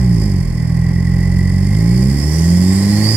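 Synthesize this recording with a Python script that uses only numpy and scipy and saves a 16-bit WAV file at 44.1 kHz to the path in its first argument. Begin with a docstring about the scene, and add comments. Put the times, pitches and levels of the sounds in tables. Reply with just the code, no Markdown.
"""Four-cylinder turbo diesel at the tailpipe

Heard close up, the engine falls back from a blip, idles, then revs up steadily; a tiny tick falls in the climb.
Each firing booms through the silencer (a sum of harmonics) and pushes out a puff of hissing gas (shaped noise).
The turbo's breathy whistle (a wavering tone and narrow noise) climbs with the revs and flares where it
meets a resonance of the pipe."""
import sys
import numpy as np
from scipy import signal
from scipy.fft import rfft, irfft
from scipy.io import wavfile

SR = 44100
rng = np.random.default_rng(int(sys.argv[2]) if len(sys.argv) > 2 else 0)


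def store_pcm(level_fs):
    """Save levels as 16-bit WAV."""
    pcm = np.round(np.clip(level_fs, -1, 1) * 32767).astype(np.int16)
    wavfile.write(sys.argv[1], SR, np.atleast_2d(pcm).T)


N = 139356  # length in samples
TIME = np.arange(N) / SR  # s
BINS = np.arange(N // 2 + 1) * SR / N  # Hz, the frequencies of a whole-length spectrum


def undb(db):
    """Turn decibels into a plain multiplier."""
    return 10 ** (np.asarray(db) / 20)


def curve(table, axis=1):
    """One column of a time table, sample by sample."""
    rows = np.array(table)
    return np.interp(TIME, rows[:, 0], rows[:, axis])


def response(table, hz, axis=1):
    """Gain of a spectrum table at these frequencies, read along a logarithmic pitch scale."""
    rows = np.array(table)
    return undb(np.interp(np.log(np.maximum(hz, 1)), np.log(rows[:, 0]), rows[:, axis]))


def below(hz, edge_hz):
    """Share of a smooth crossover that lies under its edge."""
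    return 1 / (1 + (hz / edge_hz) ** 6)


def walk(rate):
    """Smooth chance of spread 1, about this many turns a second."""
    x = irfft(rfft(rng.standard_normal(N)) * np.exp(-.5 * (BINS / rate) ** 2), N)
    return x / x.std()


def boom(hz, firings):
    """Firing pulses as harmonics shaped by the silencer; unequal cylinders add weak lines between them."""
    # how hard the exhaust works: t/s, firing fundamental/dB, relative boom/dB, relative growl/dB
    effort = [(0,-11.5,-1,-5.5),(.12,-19,1.5,-4.5),(.22,-13.5,-1.5,0.5),(.4,-22,-3,-6.5),(.48,-15,-6.5,-9),(.63,-30,-2.5,-15),(.8,-21,-1.5,-21),(.95,-21.5,-2.5,-10.5),(1.25,-16.5,-2,-7.5),(1.6,-18.5,-1.5,-8.5),(1.85,-18,1,-2.5),(2.05,-15,0.5,2),(2.28,-14,-0.5,0.5),(2.5,-12.5,2.5,4),(2.8,-13,2,-0.5),(3.0,-11.5,7,4),(3.16,-10,2.5,4.5)]
    # what the silencer lets through of the lines above the fundamental: f/Hz, level/dB
    silencer = [(20,-29),(42,-28),(65,-16),(80,-17.5),(90,-9.5),(112,-13),(130,-11),(148,-15),(174,-11),(202,-13.5),(214,-23),(228,-30),(250,-46.5),(278,-25),(320,-30),(342,-36.5),(380,-27),(402,-35),(435,-59),(480,-47),(550,-43),(700,-69)]
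    growl_edge_hz, growl_lope_db = 200, 9  # the half-firing lines are stronger in the growl
    uneven_db, cycle_db = -20, -30  # lines at half firings and at quarter firings
    delay_s, bass_lead_s = 0.00464, 0.007
    smear_s = 0.001054  # the pipe smears each pulse: 200 Hz comes this much before the bass
    ring_hz, ring_rad = 158, 1.22  # the silencer's main resonance turns the phase, so each pulse rings
    fundamental, middle, growl = (curve(effort, axis=column) for column in range(1, 4))
    phase = 2 * np.pi * (firings - delay_s * hz)
    out = 0
    # four firings make one engine cycle, so the lines stand a quarter apart; higher up, a half
    for quarter in [*range(4, 18), *range(18, 45, 2)]:
        k = quarter / 4
        line = k * hz
        high = np.clip((line - growl_edge_hz) / 40 + .5, 0, 1)  # 0 in the boom, 1 in the growl
        if k == 1:
            size = undb(fundamental)
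        else:
            size = response(silencer, line) * undb((1.5 - high) * middle + high * growl)
        if k % 1:
            weak_db = cycle_db if quarter % 2 else uneven_db + growl_lope_db * high
            size = size * undb(weak_db + 2 * walk(2.7))
            lead = rng.uniform(0, 2 * np.pi)
        else:
            bass_lead = 2 * np.pi * line * bass_lead_s * below(line, edge_hz=62)
            smear = np.pi * line * smear_s * line / 200
            lead = bass_lead + smear + ring_rad * (1 - below(line, ring_hz))
        out = out + size * np.cos(k * phase + lead)
    scatter = undb(0.33 * walk(25))  # chance in the strength of the firings
    pan = undb(np.array([[-.5], [.5]]) * 2.28)  # the right side is 2.28 dB louder
    return out * scatter * pan


def puffs(hz, firings):
    """Level in dB of the gas through each firing: a steep front and a slower fall, deepest at idle."""
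    swing_db = np.interp(hz, [42.3, 97], [3.4, 1.7])  # from idle to revving, in firings per second
    turn = 2 * np.pi * firings + np.pi / 2
    front = 0.2  # steepness of a puff's front
    shape = sum(front ** (k - 1) * np.sin(k * turn) for k in range(1, 5))
    return swing_db * shape + .8 * walk(41)


def gas(puff_db):
    """Spectrum of the gas that leaves in puffs: an even rumble, then a rush and a hiss that follow the flow."""
    # gas flow: t/s, relative level of the low rush/dB, relative level of the hiss/dB
    flow = [(0.0, -36, -46.5), (0.08, -39, -48.5), (0.14, -39.5, -47.5), (0.21, -37.5, -44.5),
            (0.44, -40, -50.5), (0.87, -38, -51), (0.9, -36, -50.5), (0.94, -39.5, -51.5),
            (1.2, -37.5, -49), (1.55, -38, -48), (2.38, -35, -38), (2.59, -35, -38), (3.09, -30, -34.5),
            (3.14, -31.5, -34)]
    rush_puff_db = 0.2 * puff_db  # rumble and rush take only a share of the swing
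    sputter_db = -0.5 * walk(320)
    noise = rng.standard_normal(N)
    rumble = rfft(noise * undb(-1 + rush_puff_db))
    rush = rfft(noise * undb(curve(flow, axis=1) + 38 + rush_puff_db))
    hiss = rfft(noise * undb(curve(flow, axis=2) + 38 + puff_db + sputter_db))
    deep = below(BINS, edge_hz=286)
    low = below(BINS, edge_hz=2640)
    return deep * rumble + (low - deep) * rush + (1 - low) * hiss


def turbo():
    """A whistle and its octave: nearly a tone at idle, breathy at speed."""
    # turbo: t/s, whistle f/Hz, width/Hz, relative whistle level/dB, relative level of its octave/dB
    whistle_table = [(0,2600,90.74,-33,-34),(.25,2510,88.88,-29,-20),(.5,2150,70,-24,-32),(.78,2020,50.13,-25,-38),(.9,1990,25,-19,-38),(1.3,1990,25,-15,-34),(1.6,2030,30.46,-17.5,-34),(1.8,2170,60.4,-14.5,-23),(2.0,2340,80,-16,-16.5),(2.14,2554,80,-25,-31),(2.23,2643,85.9,-28,-10),(2.4,3000,108.7,-20,-7),(2.6,3534,130.3,-14,-15),(2.78,3985,136.8,-6,-3),(2.98,4417,167.6,-3,-28),(3.1,4952,177.7,4.5,-14),(3.16,4970,170,-3,-13)]
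    phase = 2 * np.pi * np.cumsum(curve(whistle_table)) / SR
    width = curve(whistle_table, axis=2)
    place = np.cumsum(width) / 400  # chance made at 400 turns a second is read slower for a narrower band

    def flutter(k):
        return np.interp(k * place, np.arange(N), walk(400))

    def band(k):
        """Narrow noise around k times the whistle."""
        return (flutter(k) * np.cos(k * phase) + flutter(k) * np.sin(k * phase)) / np.sqrt(2)

    clean = np.clip(1 - (width / 80) ** 2, 0, 1)  # under 80 Hz width the band turns into a wavering tone
    wavering = np.cos(phase + 0.86 * walk(33))
    whistle = np.sqrt(clean) * wavering + np.sqrt(1 - clean) * band(0.97)
    return undb(curve(whistle_table, axis=3)) * whistle + undb(curve(whistle_table, axis=4)) * band(2)


def tailpipe(hz, firings):
    """The gas rings the pipe and reaches the right microphone first; ground and body scatter a part."""
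    # colour of the tailpipe at each microphone: f/Hz, left level/dB, right level/dB
    pipe = [(25,-30,-26),(70,2,-5),(190,-10,-2.5),(324,-15.5,-14.5),(397,-18,-17.5),(460,-22.5,-24.5),(513,-20.5,-21),(745,-30,-26.5),(830,-23,-17.5),(905,-28.5,-35.5),(1052,-31,-20.5),(1264,-40.5,-36.5),(1745,-35.5,-27.5),(1916,-18.5,-18.5),(2242,-29.5,-29),(2760,-41,-36),(3350,-36.5,-31),(3970,-50,-37),(4315,-39,-25),(4765,-30.5,-15),(5280,-26,-13.5),(5600,-39,-24.5),(5930,-49,-21.5),(6480,-20.5,-36),(6660,-66,-24),(7750,-19,-21.5),(8200,-39,-24.5),(9650,-26,-25),(9770,-32,-29.5),(11100,-35.5,-29.5),(12500,-32.5,-40.5),(15500,-60,-40.5)]
    diffuse, right_leads_s = .32, .000075  # scattered share of the gas power; lead in the treble
    puff_db = puffs(hz, firings)
    # the whistle swings with the puffs, 1.7 times as deep in dB and 3.5 ms later
    whistle = turbo() * undb(1.7 * np.interp(TIME - .0035, TIME, puff_db))
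    direct = gas(puff_db) * np.sqrt(1 - diffuse) + rfft(whistle)
    lag = right_leads_s * (1 - .5 * below(BINS, edge_hz=2100))  # only half as long in the bass
    late = direct * np.exp(-2j * np.pi * BINS * lag)
    # each side gets scattered gas of its own
    left = (late + np.sqrt(diffuse) * gas(puff_db)) * response(pipe, BINS, axis=1)
    right = (direct + np.sqrt(diffuse) * gas(puff_db)) * response(pipe, BINS, axis=2)
    return irfft(np.array([left, right]), N)


def tick():
    """One small dry tick as the revs rise: a burst of band-limited noise that dies away at once."""
    # the tick: start t/s, level/dB, decay/s, middle f/Hz, width/Hz
    start, db, decay, middle_hz, width = (1.749, -29, .003, 2700, 2600)
    age = TIME - start
    edges = [middle_hz - width / 2, middle_hz + width / 2]
    band = signal.butter(2, edges, "band", fs=SR, output="sos")
    noise = signal.sosfilt(band, rng.standard_normal((2, N)))
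    return noise / noise.std() * undb(db) * (age > 0) * np.exp(-np.abs(age) / decay)


def scene():
    """Engine speed drives the boom and the puffs of gas."""
    # engine speed: t/s, firings per second/Hz (before a slight jitter)
    speed = [(0.0, 64.3), (0.1, 59.29), (0.25, 50.96), (0.42, 43.06), (0.52, 39.96), (0.63, 40.71),
             (0.98, 43.74), (1.33, 44.61), (1.59, 46.22), (1.72, 50.21), (1.86, 56.9), (2.01, 64.13),
             (2.21, 72.46), (2.38, 80.82), (2.56, 88.33), (2.79, 97.76), (3.0, 105.38), (3.16, 112.68)]
    hz = curve(speed) * (1 + 0.00057 * walk(16))
    firings = 0.079 + np.cumsum(hz) / SR  # a small share of a firing is already gone at the start
    return boom(hz, firings) + tailpipe(hz, firings) + tick()


def record(dry):
    """The very highest peaks are rounded near full scale, and all above 15.7 kHz is cut."""
    held = dry / (1 + dry ** 10) ** .1
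    return signal.sosfilt(signal.ellip(10, .2, 80, 15700, fs=SR, output="sos"), held)


dry = scene()
out = record(dry)
store_pcm(out)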